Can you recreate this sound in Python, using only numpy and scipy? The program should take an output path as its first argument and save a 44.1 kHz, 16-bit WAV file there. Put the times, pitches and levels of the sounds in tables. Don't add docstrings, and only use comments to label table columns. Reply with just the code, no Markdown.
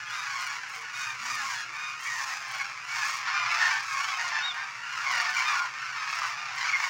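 import sys
import numpy as np
from scipy import signal
from scipy.fft import rfft, irfft, next_fast_len
from scipy.io import wavfile
from scipy.ndimage import uniform_filter1d

SR = 44100
rng = np.random.default_rng(int(sys.argv[2]) if len(sys.argv) > 2 else 0)


def int16_out(signal):
    q = np.round(np.clip(np.atleast_2d(signal).T, -1, 1) * 32767)
    wavfile.write(sys.argv[1], SR, q.astype(np.int16))


N = 303918

# frequency in Hz, colour in dB per Hz.
RUMBLE_COLOUR = [(15, -51), (25, -19), (38, -29), (54, -23), (98, -10), (123, -2.5), (145, -3),
                 (204, -11.5), (280, -13), (362, -14), (460, -11), (600, -8), (780, -72), (1320, -120)]
RUMBLE_DB = -65
# time in seconds, level in dB.
HUM_LEVEL = [(0.0, -63.5), (0.82, -76), (0.98, -62), (1.7, -62), (1.8, -74), (2.8, -67), (3.5, -62.5),
             (3.8, -69), (5.76, -70.5), (6.33, -65), (6.89, -67)]
HUM_HZ, HUM_WIDTH_HZ, FIRST_THROB_S = 122.7, 10.7, .025
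THROB_HZ, THROB_JITTER_TURNS, THROB_SCATTER_DB, HUM_NOISE_RATIO = 15.4, 0.046, 2, 0.59

# start in seconds, length in seconds, first, middle and last pitch in Hz,
# mid-note level in dB, drop at the ends in dB.
COO_NOTES = [(0.76, 0.095, 457, 458, 465, -61.5, 0), (1.19, 0.3, 201.5, 259, 208, -64.5, 0),
             (1.63, 0.11, 338, 347, 340, -67, 0)]
WHISTLE_NOTES = [(0.05, 0.13, 3107, 3450, 3620, -52, 6), (1.97, 0.12, 2835, 3150, 3230, -49.5, 5),
                 (2.53, 0.077, 3179, 3330, 3480, -51, 6), (3.945, 0.185, 2230, 2950, 3430, -43, 1),
                 (4.135, 0.035, 3080, 3060, 3050, -44, 2), (4.414, 0.115, 3580, 3760, 3290, -31, 12)]

# start in seconds, length in seconds,
# stroke level in dB before smoothing, dullness 0-1.
THROAT_ROLLS = [(0.106, 0.023, -51, 0), (0.41, 0.054, -43.5, 0), (0.688, 0.12, -49, .2),
                (0.974, 0.034, -46, 0), (1.237, 0.018, -49, 0), (1.317, 0.029, -41, 0), (1.464, 0, -52, .5),
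                (1.73, 0.06, -54, 0), (2.005, 0.059, -43, 0), (2.225, 0.035, -43, .7), (2.48, 0.13, -45, 0),
                (2.836, 0.03, -51, 0.6), (3.045, 0.12, -41, .3), (3.517, 0.026, -48, 0),
                (3.672, 0, -36, .9), (3.733, 0, -42, .8), (3.795, 0.134, -41, .85), (4.031, 0, -43, .7),
                (4.212, 0.068, -37, 1), (4.54, 0.093, -55, 0), (5.114, 0.095, -40, .4),
                (5.302, 0.038, -46, 0), (5.364, 0.027, -45, 0), (5.47, 0.11, -50, 0), (6.11, 0.15, -45, .4),
                (6.278, 0.02, -50, 0), (6.554, 0.056, -50, 0)]
# frequency in Hz, colour in dB per Hz.
BRIGHT_BEAT_COLOUR = [(700, -28), (1500, -10), (3000, -6), (4500, -1), (6000, -1), (9500, -4), (13500, -19),
                      (14800, -6), (16000, -6)]
# frequency in Hz, colour in dB per Hz.
DULL_BEAT_COLOUR = [(1500, -30), (3000, -6), (4500, 0), (6500, -1), (8500, -14), (12000, -30)]
BEAT_GAP_S, BEAT_JITTER_S, BEAT_SCATTER_DB = .034, .001, 1.5

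# extra on the fundamental in dB, higher multiples in dB; last, roughness 0-1.
BUGLE_CALLS = [(0.115, 0.15, 1243, 1252, -52.5, 13.5, -1.5, 0.1),
               (0.272, 0.2, 1114, 1034, -47, 6.5, -24, 0.44),
               (0.451, 0.13, 1133, 1075, -41.5, -3, -17, 0.83),
               (0.679, 0.23, 1111, 1105, -50, 3, -24, 0.55), (0.93, 0.19, 1246, 1240, -42, -1, -14.5, 0.15),
               (1.003, 0.05, 750, 744, -53, -7, -30, 0.44),
               (1.054, 0.094, 1259, 1173, -36.5, -0.5, -17, 0.46),
               (1.293, 0.14, 924, 910, -42, 5, -13, 0.3), (1.332, 0.16, 1223, 1250, -48, 4, -10, 0.15),
               (1.345, 0.075, 900, 850, -38.5, -8, -24, 0.6), (1.39, 0.06, 852, 783, -41, 16, -25, 0.1),
               (1.398, 0.157, 1070, 1101, -50, 16.5, -10, 0.49),
               (1.525, 0.14, 867, 807, -36.5, -5, -10, 0.44),
               (1.719, 0.079, 1170, 1175, -42.5, 3.5, -14, 0.7),
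               (1.75, 0.21, 1232, 1222, -37.5, -3, -15, 0.33),
               (2.035, 0.083, 1130, 1097, -39, -9, -22, 0.52),
               (2.045, 0.22, 965, 865, -32.5, -4, -18, 0.51),
               (2.187, 0.13, 1092, 1030, -54.5, 15, -13, 0.41),
               (2.282, 0.076, 950, 952, -37.5, -7, -30, 0.88),
               (2.582, 0.059, 1133, 1052, -35, -6, -24, 0.5),
               (2.881, 0.085, 1132, 1132, -35.5, -14, -34, 0.095),
               (2.97, 0.13, 885, 820, -29.5, 5, -30, 0.55), (3.22, 0.13, 899, 846, -35, -8, -17, 0.42),
               (3.249, 0.21, 1430, 1384, -39, 6, -18, 0.59), (3.32, 0.19, 1194, 1200, -33, 0, -18, 0.15),
               (3.505, 0.04, 1120, 1120, -29, -22, -28, 0.15),
               (3.578, 0.13, 906, 905, -24.5, -9, -21, 0.51), (3.604, 0.11, 1405, 1350, -41, 3, -20, 0.63),
               (3.705, 0.099, 902, 885, -31, 21.5, -26, 0.35),
               (3.702, 0.047, 1155, 1142, -29.5, 0, -28, 0.18),
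               (3.898, 0.13, 1081, 1101, -41, 9.5, -25, 0.49), (4.005, 0.059, 1132, 1144, -42, 6, -16, .4),
               (4.076, 0.12, 1112, 1063, -38, 4.5, -20, 0.46), (4.181, 0.057, 949, 913, -30, 11, -17, 0.77),
               (4.24, 0.036, 1043, 1060, -37.5, 12, -20, 0.6), (4.31, 0.11, 1192, 1200, -44, 4, -12, 0.21),
               (4.312, 0.12, 885, 840, -30, -8, -18, 0.55), (4.553, 0.11, 900, 930, -41, 8, -20, 0.086),
               (4.801, 0.3, 1404, 1395, -22, -15, -38, 0.71), (4.95, 0.1, 1394, 1362, -42, 4, -21, 0.077),
               (4.88, 0.13, 1000, 1096, -58, 3, 0, .5), (5.045, 0.1, 1100, 1035, -33, -0.5, -13.5, 0.76),
               (5.116, 0.13, 965, 893, -29.5, .5, -15.5, 1), (5.262, 0.051, 915, 867, -30, 3, -28, 0.48),
               (5.345, 0.098, 1150, 1121, -31, -6, -15, 0.61),
               (5.441, 0.12, 1230, 1149, -33, 0, -16.5, 0.23),
               (5.49, 0.091, 1110, 1077, -45.5, 15, -22, 0.75),
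               (5.585, 0.1, 1060, 1023, -49, 18.5, -19, 0.78), (5.4, 0.1, 1330, 1395, -42, 8, -30, 0.77),
               (5.535, 0.15, 1449, 1388, -33, 6, -35, 0.48), (5.73, 0.13, 898, 920, -38, 5, -24, 0.41),
               (5.96, 0.11, 1274, 1312, -52, 10, -8, 0.27), (6.057, 0.1, 830, 896, -38.5, -6, -14, 0.97),
               (6.2, 0.087, 1167, 1124, -47.5, 15, -8, 0.89), (6.455, 0.12, 760, 723, -44.5, -3, -11, 0.5),
               (6.565, 0.087, 1035, 996, -35, -10, -10.5, 1),
               (6.64, 0.13, 1082, 1145, -39.5, -16, -6.5, 0.67),
               (6.635, 0.18, 1310, 1205, -39.5, 6.5, -17, 0.76),
               (6.637, 0.027, 1100, 1130, -29.5, -4.5, -15, 0.92),
               (6.686, 0.021, 1115, 1126, -23.5, -11, -28, 0.6),
               (6.722, 0.058, 1100, 1060, -27.5, -9, -23, 0.66),
               (6.788, 0.035, 1120, 1090, -35, -2, -18, 0.99),
               (6.824, 0.037, 1130, 1060, -27, -10, -26, 0.6),
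               (6.858, 0.025, 1120, 1100, -34, -1, -26, 0.91)]
# frequency of a multiple in Hz, gain in dB.
WINDPIPE_GAIN = [(750, -4.5), (900, -27), (1100, -2), (1300, -4), (2250, 0), (2500, -1.5), (2800, -24),
                 (3350, -37), (6000, -45)]
# frequency in Hz, gain in dB.
OVERTONE_GAIN = [(3000, -2), (3600, -6.5), (4500, 0), (5400, -3), (6500, -4), (7600, -10), (8700, -14),
                 (10000, -11), (11300, -13), (12300, -25), (13500, -30), (15000, -17)]
# time in seconds, gain in dB.
TOP_GAIN = [(0, 0), (1.4, 1), (1.9, -4), (2.2, -13), (6.89, -13)]
RING_HZ, RING_HALF_WIDTH_HZ, RING_DB = 3660, 200, 12
GLIDE_EXPONENT = 1.4
BLINK_DB, HOARSE_TOP_LOSS_DB = 4.68, 20

# one column, in Hz.
FLOCK_PITCHES_HZ = [718.6, 784.8, 861.2, 918.3, 996.4, 1060, 1123, 1189.5, 1274.3, 1395.6]
# frequency in Hz, colour in dB per Hz.
THROAT_COLOUR = [(300, -47), (420, -25), (600, -14), (790, -7), (1070, -5), (1410, -3.5), (1780, -2.5),
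                 (2010, -4), (2240, -2.5), (3090, -15), (3750, -16.5), (4600, -12), (5900, -12.5),
                 (6990, -20.5), (8280, -33.5), (13500, -46), (14800, -36), (16000, -36)]
# start in seconds, length in seconds,
# level in dB before the band offsets, brightness in dB, depth in dB.
HOARSE_CALLS = [(0.013, 0.5, -36.5, 2, -12), (0.252, 0.43, -39, 5, -1), (0.632, 0.27, -54, 16, 17),
                (0.889, 0.3, -36, 7, -13), (1.152, 0.34, -35.5, 7, -3.5), (1.341, 0.34, -37.5, 8.5, -3),
                (1.688, 0.37, -37, -3, -36), (1.947, 0.4, -40, 10, -19), (2.097, 0.41, -43, 10.5, 10),
                (2.406, 0.37, -41.5, 5, 8.5), (2.84, 0.44, -34.5, 6, -1), (3.167, 0.53, -32.5, -5.5, -0.5),
                (3.44, 0.44, -30.5, 1, 1), (3.79, 0.4, -32, 2.5, -18), (3.92, 0.48, -39.5, 5, 6.5),
                (4.192, 0.4, -36, -6, 5.5), (4.488, 0.25, -34, -32, 1), (4.835, 0.45, -35, 0.5, -15.5),
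                (5.007, 0.42, -33.5, 0.5, 5.5), (5.247, 0.48, -32, 1.5, -2.5), (5.704, 0.3, -35, -4, -17),
                (5.846, 0.34, -36, -2.5, -4.5), (6.002, 0.43, -35.5, 1.5, -0.5), (6.256, 0.4, -42, -3, 7.5),
                (6.505, 0.33, -34, 1.5, -1), (6.728, 0.23, -30.5, 5.5, 1.5)]
# low edge in Hz, high edge in Hz, far flock in dB,
# near bird over its level in dB, share of brightness, share of depth.
CHORUS_BANDS = [(478, 860, -62.5, -16, 0, 0.98), (950, 1620, -44, -1, 0, 0.13),
                (1644, 3020, -42.5, -2, 0.05, 0.27), (2780, 5660, -50.5, -6.5, 0.2, 0.29),
                (6280, 12200, -56.5, -16, 1.14, 0.046), (13600, 21400, -72, -27, 1.2, 0.063)]
HOARSE_ATTACK_S, HOARSE_RELEASE_S = 0.14, 0.17

CUTOFF_HZ = 15830


def from_db(db):
    return 10 ** (np.asarray(db) / 20)


def rms_one(x):
    return x / np.sqrt(np.mean(x ** 2) + 1e-20)


def at_hz(points, hz):
    points = np.array(points)
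    return np.interp(np.log(np.maximum(hz, 1)), np.log(points[:, 0]), points[:, 1])


def coloured(x, spectrum):
    size = next_fast_len(N)
    hz = np.arange(size // 2 + 1) * SR / size
    return irfft(rfft(x, size) * from_db(at_hz(spectrum, hz)), size)[:N]


def drift(rate_hz, size=N):
    knots = rng.standard_normal(int(N / SR * rate_hz * 2) + 9)
    return np.interp(np.arange(size) * rate_hz * 2 / SR, np.arange(len(knots)), knots)


def rattle(rate_hz, sharp, size=N):
    turn = (rng.random() + np.cumsum(rate_hz * (1 + .15 * drift(40, size))) / SR) % 1
    throb = np.exp(-sharp * turn) * from_db(2.2 * drift(90, size))
    rounded = uniform_filter1d(uniform_filter1d(throb, size=30), size=30)
    return rms_one(rounded)


def rumble():
    level_db = RUMBLE_DB + 1.1 * drift(7.4)
    return from_db(level_db) * rms_one(coloured(rng.standard_normal(N), RUMBLE_COLOUR))


def hum():
    turns = THROB_HZ * (np.arange(N) / SR - FIRST_THROB_S) + THROB_JITTER_TURNS * drift(2.2)
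    beats = np.diff(np.floor(turns), prepend=-1).clip(0, 1)
    push = rms_one(beats * from_db(THROB_SCATTER_DB * rng.standard_normal(N)))
    push = push + HUM_NOISE_RATIO * rng.standard_normal(N)
    r = np.exp(-np.pi * HUM_WIDTH_HZ / SR)
    tone = signal.lfilter([1, 0, -1], [1, -2 * r * np.cos(2 * np.pi * HUM_HZ / SR), r * r], push)
    tone = rms_one(coloured(tone, [(60, -4), (123, -1.5), (250, -41)]))
    s, level_db = np.transpose(HUM_LEVEL)
    return from_db(np.interp(np.arange(N) / SR, s, level_db)) * tone


def piped(notes, octave_db):
    out = np.zeros(N)
    for s, length_s, first_hz, middle_hz, last_hz, level_db, ends_db in notes:
        size = int(length_s * SR)
        along = np.linspace(-1, 1, size)
        slope_hz = (last_hz - first_hz) / 2
        arch_hz = (first_hz + last_hz) / 2 - middle_hz
        hz = middle_hz + along * slope_hz + along ** 2 * arch_hz
        phase = 2 * np.pi * np.cumsum(hz * (1 + .014 * drift(110, size))) / SR
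        fade = np.minimum(1, (1 - abs(along)) * length_s / .024) * from_db(3.5 * drift(35, size))
        tone = np.sin(phase) + from_db(octave_db) * np.sin(2 * phase)
        out[int(s * SR):][:size] += np.sqrt(2) * fade * from_db(level_db - ends_db * along ** 2) * tone
    return out


def coos():
    return piped(COO_NOTES, octave_db=-24.0)


def whistles():
    return piped(WHISTLE_NOTES, octave_db=-28.0)


def throat_rolls():
    strokes = np.zeros((2, N))
    for start, length_s, level_db, dull in THROAT_ROLLS:
        s = np.linspace(start, start + length_s, round(length_s / BEAT_GAP_S) + 1)
        s = s + BEAT_JITTER_S * rng.standard_normal(8)[:len(s)]
        gain = from_db(level_db + BEAT_SCATTER_DB * rng.standard_normal(8)[:len(s)])
        gain = gain * np.sqrt(np.clip([[1 - dull], [dull]], 0, 1))
        strokes[:, (s * SR).astype(int)] += gain
        strokes[:, ((s + .008) * SR).astype(int)] += gain * from_db(-2.0)
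    fall = np.exp(-1 / (0.0047 * SR))
    decays = signal.lfilter([1], [1, -fall], strokes + 1e-18)
    bright_gate, dull_gate = uniform_filter1d(decays, size=90)
    bright = bright_gate * rms_one(coloured(rng.standard_normal(N), BRIGHT_BEAT_COLOUR))
    return bright + dull_gate * rms_one(coloured(rng.standard_normal(N), DULL_BEAT_COLOUR))


def multiples_db(s, first_hz, level_db, first_db, higher_db, rough):
    k = np.arange(1, 13)
    hz = k * first_hz
    ring_db = RING_DB * (1 - rough) * (abs(hz - RING_HZ) < RING_HALF_WIDTH_HZ)
    higher = np.where(k > 2, higher_db + at_hz(OVERTONE_GAIN, hz) + ring_db, -np.inf)
    db = level_db + np.maximum(at_hz(WINDPIPE_GAIN, hz), higher)
    db = db + first_db * (k == 1) + rng.normal(0, 1.5, 12)
    return db + (hz > 7500) * (np.interp(s, *np.transpose(TOP_GAIN)) - HOARSE_TOP_LOSS_DB * rough)


def bugles():
    out = np.zeros(N + SR)
    k = np.arange(1, 13)
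    for s, length_s, first_hz, last_hz, level_db, first_db, higher_db, rough in BUGLE_CALLS:
        size, rough = int(length_s * SR), np.clip(rough, 0, 1)
        along = np.arange(size) / size
        waver = .035 * rough * drift(120, size) + .004 * drift(18, size)
        glide_hz = first_hz + (last_hz - first_hz) * along ** GLIDE_EXPONENT
        phase = 2 * np.pi * np.cumsum(glide_hz * (1 + waver)) / SR
        db = multiples_db(s, first_hz, level_db, first_db, higher_db, rough)
        blink = from_db([db[n - 1] + BLINK_DB * (n > 2) * np.tanh(drift(28, size)) for n in k])
        start_phase = rng.uniform(0, 2 * np.pi, (12, 1))
        voice = np.sum(blink * np.sin(np.outer(k, phase) + start_phase), axis=0)
        buzz = 1 - rough + rough * rattle(rng.uniform(110, 160), 2.1, size)
        roll = 1 - .7 * rough + .7 * rough * rattle(rng.uniform(27, 34), 2.0, size)
        flutter = from_db(2.5 * np.tanh(drift(30, size)))
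        swell = np.minimum(along * length_s / min(.03, length_s / 4), 3 * (1 - along))
        swell = np.minimum(1, swell)
        out[int(s * SR):][:size] += np.sqrt(2) * voice * buzz * roll * flutter * swell
    return out[:N]


def hoarse_bird(waver, breath):
    ends = np.cumsum(rng.uniform(.06, .18, 130)) * SR - .1 * SR
    call = np.searchsorted(ends, np.arange(N))
    remaining = (ends[call] - np.arange(N)) / np.diff(ends, prepend=-.3 * SR)[call]
    bend = rng.normal(.05, .05, 130)[call] * (.33 - (1 - remaining) ** 2)
    glide = 1 + rng.normal(0, .04, 130)[call] + bend
    wobble = 1 + waver * rng.uniform(.3, 1.7, 130)[call] * drift(150)
    pitch_hz = rng.choice(FLOCK_PITCHES_HZ, 130)[call] * glide * wobble
    pulses = np.diff(np.floor(np.cumsum(pitch_hz) / SR), prepend=0)
    voice = rms_one(pulses - pulses.mean()) + breath * rng.standard_normal(N)
    effort = np.sin(np.pi * remaining) * from_db(rng.normal(0, 1.4, 130))[call]
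    throat_roll = 0.55 + 0.43 * rattle(rng.uniform(26, 35), sharp=2.6)
    buzz = 0.33 + 0.66 * rattle(rng.uniform(105, 175), sharp=3.23)
    return voice * effort * throat_roll * buzz


def chorus():
    flock = coloured(sum(hoarse_bird(waver=.019, breath=.2) for bird in range(12)), THROAT_COLOUR)
    s, length_s, level_db, bright_db, deep_db = np.transpose(HOARSE_CALLS)[..., None]
    t = np.arange(0, N + 64, 64) / SR
    attack = np.clip((t - s) / HOARSE_ATTACK_S, 0, 1)
    swell = attack * np.clip((s + length_s - t) / HOARSE_RELEASE_S, 0, 1)
    out = 0
    for low_hz, high_hz, far_db, near_db, bright, deep in CHORUS_BANDS:
        band_filter = signal.butter(4, [low_hz, high_hz], "band", fs=SR, output="sos")
        band = signal.sosfilt(band_filter, flock)
        even = band / np.sqrt(uniform_filter1d(band ** 2, size=SR // 14) + 1e-12)
        near = swell * from_db(level_db + near_db + bright * bright_db + deep * deep_db)
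        gain = np.sqrt(from_db(far_db) ** 2 + np.sum(near ** 2, axis=0))
        out = out + even * np.interp(np.arange(N) / SR, t, gain)
    return out


def echoes(near):
    dull = signal.lfilter([.3], [1, -.7], near)
    out = np.zeros(N)
    for lag_s, db in [(.023, -13), (.051, -19), (.087, -23)]:
        out += from_db(db) * np.r_[np.zeros(int(lag_s * SR)), dull][:N]
    return out


def scene():
    near = whistles() + throat_rolls() + bugles()
    near = signal.sosfilt(signal.butter(4, 600, "high", fs=SR, output="sos"), near)
    return (rumble() + hum() + coos() + near + echoes(near) + chorus())[None]


def record(dry):
    return signal.sosfilt(signal.ellip(14, .5, 60, CUTOFF_HZ, fs=SR, output="sos"), dry)


dry = scene()
out = record(dry)
int16_out(out)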